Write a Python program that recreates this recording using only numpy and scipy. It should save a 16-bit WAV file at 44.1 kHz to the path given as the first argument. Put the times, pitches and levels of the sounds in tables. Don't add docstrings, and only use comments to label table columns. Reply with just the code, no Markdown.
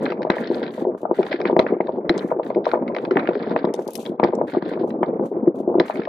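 import sys
import numpy as np
from scipy import signal
from scipy.fft import rfft, irfft, next_fast_len
from scipy.io import wavfile

SR = 44100
rng = np.random.default_rng(int(sys.argv[2]) if len(sys.argv) > 2 else 0)


def store_wav(level_fs):
    pcm = np.round(np.clip(np.atleast_2d(level_fs), -1, 1) * 32767)
    wavfile.write(sys.argv[1], SR, pcm.T.astype(np.int16))


N = 268128

# start in [s], nominal peak in [dB], treble relative to that peak in [dB].
CRACKS = [(0.0529, -27, -4), (0.0597, -16, -33), (0.1006, -28, -10.5), (0.118, -21.5, -19),
          (0.217, -26.5, -16), (0.227, -27.5, -12), (0.299, -7.5, -16.5), (0.3797, -20.5, -32),
          (0.452, -29, -21), (0.4704, -33, -2.5), (0.5427, -35, 0.5), (0.6272, -32, -8),
          (0.662, -33.5, -4.5), (0.676, -38.5, -1), (1.18, -37.5, -28), (1.2154, -33, -40),
          (1.227, -22, -17), (1.263, -25, -11), (1.3138, -27.5, -9.5), (1.325, -14, -16),
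          (1.3997, -27, -14.5), (1.412, -22, -13), (1.451, -12.5, -47), (1.462, -30, -20.5),
          (1.483, -27.5, -20), (1.5901, -10, -9), (1.6627, -19, -41), (1.8044, -22, -43),
          (1.868, -35, -9.5), (2.0915, -8, -11.5), (2.176, -31, -2.5), (2.1888, -39.5, 8.5),
          (2.4298, -33.5, -15), (2.4618, -33.5, -16), (2.499, -32.5, -16.5), (2.5453, -30.5, -17.5),
          (2.652, -19.5, -14), (2.671, -33.5, -18), (2.7127, -20, -14), (2.876, -28, -18.5),
          (2.9455, -21, -20), (2.962, -19, -17), (2.9822, -25, -11.5), (3.048, -23.5, -12),
          (3.107, -19, -16.5), (3.1524, -27, -40), (3.1673, -8, -53), (3.192, -18, -20.5),
          (3.271, -16.5, -21), (3.287, -22.5, -22), (3.35, -24, -21), (3.429, -30.5, -26),
          (3.469, -32, -20.5), (3.5052, -31, -15), (3.5599, -15.5, -50), (3.5878, -30, -29),
          (3.6476, -25.5, -14), (3.739, -40.5, 1.5), (4.0511, -37.5, 2), (4.0594, -36, 5.5),
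          (4.1946, -23.5, -21), (4.2336, -13.5, -18.5), (4.238, -31, 3), (4.411, -39.5, -29),
          (4.496, -32.5, -14), (4.733, -29.5, -20), (4.902, -34.5, -8.5), (5.029, -20.5, -44.5),
          (5.796, -10, -10), (5.879, -30.5, -8), (5.905, -27.5, -16.5), (5.954, -27, -19.5),
          (5.969, -35.5, -11.5), (5.994, -31.5, -21), (6.0149, -29.5, -35), (6.032, -33, -15),
          (6.05, -29, -12)]


def from_db(db):
    return 10 ** (np.asarray(db) / 20)


def rms_one(x):
    return x / np.sqrt(np.mean(x ** 2) + 1e-20)


def at_hz(points, hz):
    p = np.array(points, float)
    return np.interp(np.log(hz + 1), np.log(p[:, 0] + 1), p[:, 1])


def shaped(x, gain):
    size = next_fast_len(N)
    hz = np.arange(size // 2 + 1) * SR / size
    return irfft(rfft(x, size) * gain(hz), size)[..., :N]


def band(x, low_hz, high_hz, order=2):
    edges = [low_hz, min(high_hz, .45 * SR)]
    return signal.sosfilt(signal.butter(order, edges, "band", fs=SR, output="sos"), x)


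def colour(x, spectrum):
    return rms_one(shaped(x, lambda hz: from_db(at_hz(spectrum, hz))))


def in_time(rows):
    s, db = np.transpose(rows)
    return from_db(np.interp(np.arange(N) / SR, s, db))


def spells(rows, rise_s, fade_db_per_s):
    t = np.arange(N) / SR
    total = np.zeros(N)
    for s, length_s, db in rows:
        fade = from_db(db - fade_db_per_s * np.maximum(t - s - length_s, 0))
        total += fade * np.clip((t - s) / rise_s, 0, 1)
    return total


def swarm(per_s, spread_db, t60):
    sizes = from_db(spread_db * np.minimum(rng.exponential(1, N), 4))
    hits = sizes * (rng.random(N) < per_s / SR)

    def die(seconds):
        return signal.lfilter([1], [1, -from_db(-60 / (seconds * SR))], hits + 1e-18)

    envelope = die(t60) + .09 * die(.25)
    return envelope * rng.standard_normal((2, N))


def blast(length_s, echo_share, t60, side_share):
    t = np.arange(round(length_s * SR)) / SR
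    decay = from_db(-60 * t / t60) * np.minimum(t / 0.0004, 1)
    x = echo_share * rng.standard_normal((2, len(t))) * decay
    x[0, 0], x[1, 0] = 1, side_share
    return x


def add(out, sound, s, peak_db):
    at = round(s * SR)
    gain = from_db(peak_db) / np.abs(sound[0]).max()
    out[:, at:at + sound.shape[1]] += (sound * gain)[:, :N - at]


def diffuse(mid, side):
    # frequency in [Hz], likeness from 0 to 1.
    likeness_points = [(60, 0.75), (240, 0.98), (600, 1), (950, 0.32), (1500, 0.97), (2800, 0.047),
                       (4200, 0.73), (7000, 0.35), (15000, 0.14)]

    def alike(hz):
        return np.clip(at_hz(likeness_points, hz), 0, 1)

    shared = shaped(mid, lambda hz: np.sqrt(1 + alike(hz)))
    opposed = shaped(side, lambda hz: np.sqrt(1 - alike(hz)))
    return shared + [[1], [-1]] * opposed


def air():
    return from_db(-72) * rms_one(band(swarm(40, spread_db=0.5, t60=.3), 22, 65))


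def rumble():
    # time in [s], rms level in [dB].
    mass_levels = [(0.0, -22.5), (0.13, -35.5), (0.63, -31), (0.9, -32.5), (1.01, -25.5), (1.15, -37),
                   (1.57, -29.5), (1.91, -30.5), (2.18, -30), (2.49, -31), (2.71, -31.5), (3.22, -27.5),
                   (3.96, -35.5), (4.32, -28), (4.59, -29.5), (5.64, -30), (5.72, -28.5), (6.08, -32.5)]
    # frequency in [Hz], relative spectral level in [dB per Hz].
    mass_spectrum = [(15, -71), (25, -52.5), (49, -45.5), (80, -25), (143, -7), (220, 4.5), (468, 4.5),
                     (600, -1), (1080, -14), (1290, -25), (1550, -32.5), (1950, -72), (3300, -120)]
    return in_time(mass_levels) * colour(swarm(130, spread_db=4, t60=0.1), mass_spectrum)


def echo_gain(t60, floor_db):
    below_crack_db = -35.5
    s, peak_db, _ = np.transpose(CRACKS)
    power = np.zeros(N)
    np.add.at(power, (s * SR).astype(int), from_db(peak_db + below_crack_db) ** 2)
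    tail = signal.lfilter([1], [1, -from_db(-60 / (t60 * SR)) ** 2], power + 1e-18)
    return np.sqrt(tail + from_db(floor_db) ** 2)


def roof_roll():
    # frequency in [Hz], relative spectral level in [dB per Hz].
    roof_spectrum = [(600, -38), (950, -10), (1500, -13.5), (2300, -13), (2750, -32), (4000, -45),
                     (6000, -64)]
    split_hz = 1500
    echoes = colour(swarm(80, spread_db=4.5, t60=0.059), roof_spectrum)
    dull = shaped(echoes, lambda hz: 1 / (1 + (hz / split_hz) ** 10))
    bright = echoes - dull
    return echo_gain(t60=2.9, floor_db=-68.5) * dull + echo_gain(t60=1.1, floor_db=-74) * bright


def hiss_flickers():
    # start in [s], length in [s], level in [dB].
    hiss_spells = [(.02, 0.016, -62), (.35, 0.066, -63), (.51, 0.086, -64.5), (.71, 0.11, -65.5),
                   (.97, .04, -67), (1.14, 0.16, -67.5), (2.165, 0.14, -67.5), (2.44, 0.037, -66.5),
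                   (2.67, 0.038, -65), (3.01, 0.033, -64.5), (3.74, .11, -65), (3.87, 0.12, -61.5),
                   (3.99, 0.088, -59.5), (4.46, 0.057, -64.5), (4.68, 0.011, -63.5), (4.87, 0.025, -64),
                   (5.23, 0.043, -65), (5.55, 0.058, -68), (5.85, 0.11, -61.5)]
    # frequency in [Hz], relative spectral level in [dB per Hz].
    hiss_spectrum = [(1470, -31), (2500, 11), (4800, 3), (5270, -5), (5780, 6), (13400, 0.5), (16000, -9)]
    hiss = colour(swarm(300, spread_db=4.5, t60=0.051), hiss_spectrum)
    return spells(hiss_spells, rise_s=0.009, fade_db_per_s=495) * hiss


def crackle():
    # start in [s], length in [s], level in [dB].
    star_showers = [(0.0, 0.11, -42), (.305, 0.33, -46), (.625, 0.06, -42.5), (.735, 0.09, -52.5),
                    (1.14, 0.26, -50), (1.31, 0.023, -35), (1.455, 0.018, -36), (1.595, 0.12, -67),
                    (1.67, 0.021, -55), (1.8, 0.16, -63), (2.1, 0.088, -49), (2.43, 0.11, -62.5),
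                    (2.64, 0.064, -46), (2.95, 0.12, -58), (3.11, 0.22, -54), (3.33, 0.195, -49),
                    (3.565, 0.037, -40.5), (4.24, 0.045, -44.5), (4.47, 0.11, -46), (4.62, 0.12, -47.5),
                    (4.79, 0.024, -49.5), (5.035, 0.035, -57), (5.805, 0.24, -52)]
    # frequency in [Hz], relative spectral level in [dB per Hz].
    star_spectrum = [(900, -35), (1400, 15), (2000, 10.5), (2350, 4), (2750, -1.5), (3600, 1), (4600, -5),
                     (5400, -18), (7000, -57.5)]
    stars = swarm(120, spread_db=5.5, t60=0.007)
    for low_hz, high_hz in [(900, 2700), (2700, 7000)]:
        stars = stars + 1.6 * band(swarm(110, spread_db=4, t60=.012), low_hz, high_hz)
    return spells(star_showers, rise_s=0.0038, fade_db_per_s=501.5) * colour(stars, star_spectrum)


def ticks():
    # start in [s], nominal peak in [dB], left-right balance in [dB], top in [Hz].
    tick_rows = [(2.178, -20.5, -3, 7400), (3.739, -15.5, 5, 10800), (3.751, -27, 8, 8000),
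                 (3.761, -33, -3, 9100), (3.794, -37, 0, 8000), (3.878, -17, 7, 12900),
                 (3.906, -20, 12, 15000), (3.934, -17, 8, 16000), (3.9432, -22, -1, 15100),
                 (3.9541, -5.5, 5, 15500), (3.965, -20, 5, 12000), (3.976, -20, 2, 14900),
                 (4.3514, -26, 40, 8450)]
    out = np.zeros((2, N))
    for s, peak_db, pan_db, top_hz in tick_rows:
        snap = band(blast(0.033, 0.25, t60=0.026, side_share=0.89), 1800, top_hz, order=4)
        rings = sum(band(snap, hz, 1.25 * hz, order=1) for hz in rng.uniform(2100, top_hz, 3))
        x = 0.4 * snap + rings
        ports = (x[0] + [[.4], [-.4]] * x[1]) * from_db([[0], [-pan_db]])
        add(out, ports, s, peak_db - 8.5)
    return out


def thuds():
    # time of the swell's peak in [s], nominal peak in [dB], pitch there in [Hz], nominal length in [ms].
    far_shells = [(0.1021, -14.5, 441, 6.6), (0.1232, -11, 507, 6.3), (0.1431, -16.5, 342.4, 4.6),
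                  (0.209, -17.5, 510, 14), (0.251, -6.5, 523, 3.7), (0.2717, -16.5, 646, 11),
                  (0.3009, 3.5, 429, 3), (0.317, -17.5, 604, 11), (0.3382, -16, 510, 10),
                  (0.3687, -9.5, 567, 4.2), (0.5026, -5, 357.5, 5.1), (0.515, -9.5, 462, 6.3),
                  (0.6189, -14.5, 482, 7), (0.7814, -17.5, 549, 9.5), (0.823, -10.5, 301.4, 6.5),
                  (0.8517, -7.5, 497, 3.9), (0.8713, -9.5, 414.5, 10.9), (0.8895, -17, 518.4, 24.8),
                  (0.9493, -11.5, 496, 3.5), (1.032, -8.5, 475, 3), (1.0543, -8.5, 723, 5),
                  (1.113, 0, 462, 3.8), (1.192, -4, 433, 13), (1.208, -8, 559, 3.9),
                  (1.3172, -15.5, 600, 11), (1.3423, -9, 371, 6.4), (1.4048, -8, 514, 4.4),
                  (1.432, -15.5, 453, 9.3), (1.4555, -7, 444, 5.3), (1.499, -5.5, 568, 5.4),
                  (1.5095, -7.5, 541, 3.7), (1.5295, -0.5, 407.5, 4), (1.566, 5, 517, 3.3),
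                  (1.5914, 2, 365, 3.6), (1.599, 2.5, 577, 4.3), (1.6484, -16, 484, 9.4),
                  (1.6652, -15, 581, 5.6), (1.703, -16, 372, 4.1), (1.7238, -6, 402, 8.3),
                  (1.7297, -5.5, 425, 3.9), (1.7671, -13, 420, 6), (1.8046, 2.5, 464, 2.6),
                  (1.8499, -16.5, 354.4, 5.9), (1.8849, -12, 545, 5.5), (1.893, -6.5, 570, 4),
                  (1.9596, -18, 452, 4), (1.9747, -15, 283, 7.5), (1.986, -11, 435, 6.5),
                  (2.1003, -5, 319.6, 5.8), (2.107, -4, 369, 5.2), (2.1629, -14, 487, 4.7),
                  (2.247, -8, 270.5, 6.4), (2.3167, -5.5, 570, 5.8), (2.3227, -6.5, 678, 3.1),
                  (2.3642, -14, 419, 7.2), (2.3896, -12.5, 445, 5.6), (2.3978, -4.5, 564, 5.0),
                  (2.5044, -8.5, 604, 5), (2.5607, -7, 398, 4.3), (2.5686, -3.5, 364, 3.6),
                  (2.5789, -7, 447, 11), (2.6682, -2, 606, 4.6), (2.6846, -16.5, 492, 8.4),
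                  (2.736, 0, 547, 3.6), (2.7412, -3, 727, 1.9), (2.758, -9, 531, 8),
                  (2.7754, -10, 556, 7.2), (2.7914, -16.5, 523, 5.9), (2.9016, -14.5, 574, 10),
                  (2.9679, -10.5, 569, 7.9), (3.0366, -20.5, 431, 2.1), (3.0719, -16, 329, 3.7),
                  (3.115, -9.5, 388, 16), (3.1592, -4, 540, 2.7), (3.1684, -2.5, 533, 1.6),
                  (3.2465, -15.5, 612, 4), (3.2894, -0.5, 397, 4.1), (3.3115, -11.5, 526, 7.8),
                  (3.3585, -11.5, 429, 14), (3.514, -14.5, 515, 4.9), (3.5623, -2, 620, 3.6),
                  (3.6441, 1.5, 383.5, 2.8), (3.6532, -19, 549, 12), (3.6743, -10, 472, 9.2),
                  (3.7432, -12.5, 465, 7.1), (3.7925, -10, 473, 6.1), (3.8692, -13.5, 386, 4),
                  (3.887, -14, 508, 5), (4.0964, -11.5, 261, 5.7), (4.1985, -1, 625, 2.4),
                  (4.2315, 3.5, 436, 1.3), (4.237, -4, 454, 10), (4.2475, 3, 452, 2.1),
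                  (4.2898, -8.5, 423, 3.4), (4.3275, -15.5, 604, 4.6), (4.335, -5.5, 500.5, 5.5),
                  (4.3872, -13, 540, 6.8), (4.4143, -3, 559, 4.7), (4.55, -7.5, 663, 4.4),
                  (4.5706, -2, 356, 5.2), (4.6256, -3, 389, 2.3), (4.6574, -17, 307, 5),
                  (4.7363, -14.5, 485, 4.5), (4.776, -9, 546, 3.4), (4.813, -11, 395, 8),
                  (4.842, -9, 463, 11), (5.013, -15.5, 348.5, 18), (5.0308, 0.5, 527, 2.6),
                  (5.0969, -9, 457, 1.8), (5.109, -13, 346, 5), (5.1967, -3.5, 353, 3.1),
                  (5.212, -13, 424, 7.7), (5.3189, -14, 429, 11), (5.3276, -19.5, 499, 4.6),
                  (5.368, -11.5, 388, 7.3), (5.431, -11.5, 257, 12), (5.476, -2.5, 343, 13),
                  (5.6032, -9, 390, 4.1), (5.6777, -4, 370, 5.2), (5.7003, -9.5, 459, 5.1),
                  (5.7443, -10.5, 615, 4.4), (5.7548, -0.5, 395, 5.1), (5.7836, 1, 366, 3.7),
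                  (5.802, 0, 403, 4.7), (5.808, -3.5, 433, 2.6), (5.8122, -9, 517, 3.1),
                  (5.8994, -6.5, 725, 4), (5.9744, -12, 414, 3.7), (5.993, -7, 317.4, 4),
                  (6.076, -13, 622, 6.5)]
    ragged_from_ms, ragged_per_ms, ragged_hz = 4.5, 0.077, 99
    out, t = np.zeros(N), np.arange(round(.06 * SR)) / SR
    chance = rng.random((len(far_shells), 2))
    for (s, peak_db, hz, length_ms), (phase, sag) in zip(far_shells, chance):
        u = t / (max(length_ms - 1.6, 1.2) / 3400)
        peak_at = np.argmin(np.abs(u - 2))
        turns = hz * (t - t[1] * peak_at) * (1 - 0.043 * sag * (u - 2))
        pulse = (u / 2) ** 2 * np.exp(2 - u) * np.sin(2 * np.pi * (turns + phase))
        overtone = (u / 2) ** 2 * np.exp(2 - 0.99 * u) * np.sin(2 * np.pi * (1.788 * turns + sag))
        pulse += 0.28 * min(6.4 / length_ms, 1) * overtone
        throb_depth = np.clip(ragged_per_ms * (length_ms - ragged_from_ms), 0, 1)
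        throb = np.sin(2 * np.pi * (ragged_hz * (1 + sag) * t + phase))
        pulse *= 1 + throb_depth * throb
        at = round(s * SR) - peak_at
        out[max(at, 0):at + len(t)] += (from_db(peak_db - 6.5) * pulse)[max(-at, 0):N - at]
    town = blast(0.18, 0.026, t60=0.12, side_share=0.81)
    echo = signal.fftconvolve(out[None], town, axes=1)
    return band(echo[:, :N], 150, 1700, order=4)


def crack_front(peak_db):
    smear = np.hanning(round(.006 * SR))
    smear = smear ** np.clip(0.045 * (peak_db + 47), .5, 4)
    middle = len(smear) // 2
    front = rng.standard_normal(len(smear)) * smear
    front[:middle] *= smear[:middle]
    front[middle] = 7.1 * from_db(.6 * (peak_db + 25))
    return front


def port_ring(x, peak_db):
    ring_hz, ring_t60_s = 4040, .022
    w, r = 2 * np.pi * ring_hz / SR, from_db(-60 / (ring_t60_s * SR))
    level_db = -21.5 + 0.88 * (peak_db + 6.5)
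    return from_db(level_db) * signal.lfilter([0, np.sin(w)], [1, -2 * r * np.cos(w), r * r], x)


def cracks():
    out = np.zeros((2, N))
    overload_push = np.hanning(round(.006 * SR)) * np.array([[1], [.1]])
    for s, peak_db, treble_db in CRACKS:
        echo_db = -23 - 0.065 * (peak_db + 15.5)
        x = blast(0.2, from_db(echo_db), t60=0.025, side_share=0.039)
        length = x.shape[1]
        lumps = np.repeat(rng.gamma(2, .5, 50), length // 50 + 1)[:length]
        x = x + from_db(-39) * lumps * blast(0.2, 0.99, t60=0.17, side_share=0)
        front = crack_front(peak_db)
        x = signal.fftconvolve(x, front[None], axes=1)
        x = band(x, 400, 5320 + 32.5 * peak_db, order=6)
        add(out, band(x, 700, 2350, order=5), s, peak_db + 0.19)
        treble = band(x, 2900, 6000, order=3)
        front_only = treble * (np.arange(x.shape[1]) < len(front))
        treble = treble + port_ring(front_only, peak_db)
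        add(out, treble, s, peak_db + treble_db + 0.5)
        add(out, overload_push, s, 5.65 * peak_db + treble_db + 28.5)
    return out


def scene():
    mid_side = rumble() + roof_roll() + crackle() + hiss_flickers() + thuds() + cracks()
    return diffuse(*mid_side) + ticks() + air()


def record(dry):
    # frequency in [Hz], lead of the left port in [radians].
    lead_points = [(0, 0), (300, 0.1), (600, 0.2), (780, 0.6), (1040, 1.3), (1170, 4.9), (1460, 4.9),
                   (1980, 6.5), (2600, 7.7), (3050, 11.7), (3400, 11.7), (4100, 12.65), (16000, 12.6)]
    # frequency in [Hz], left-right balance in [dB].
    balance_points = [(60, 2.5), (120, 1.5), (240, 0.5), (430, 1.5), (950, -1), (2100, -1.5), (3300, 9),
                      (5500, 10.5), (7520, 4.0), (15000, 0.5)]
    half = np.array([[.5], [-.5]])

    def port_gain(hz):
        level = from_db(half * at_hz(balance_points, hz))
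        return level * np.exp(1j * half * at_hz(lead_points, hz))

    ports = shaped(dry, port_gain)
    rounded = ports / (1 + (ports / .9) ** 6) ** (1 / 6)
    return signal.sosfilt(signal.cheby2(12, 70, 16400, fs=SR, output="sos"), rounded)


dry = scene()
out = record(dry)
store_wav(out)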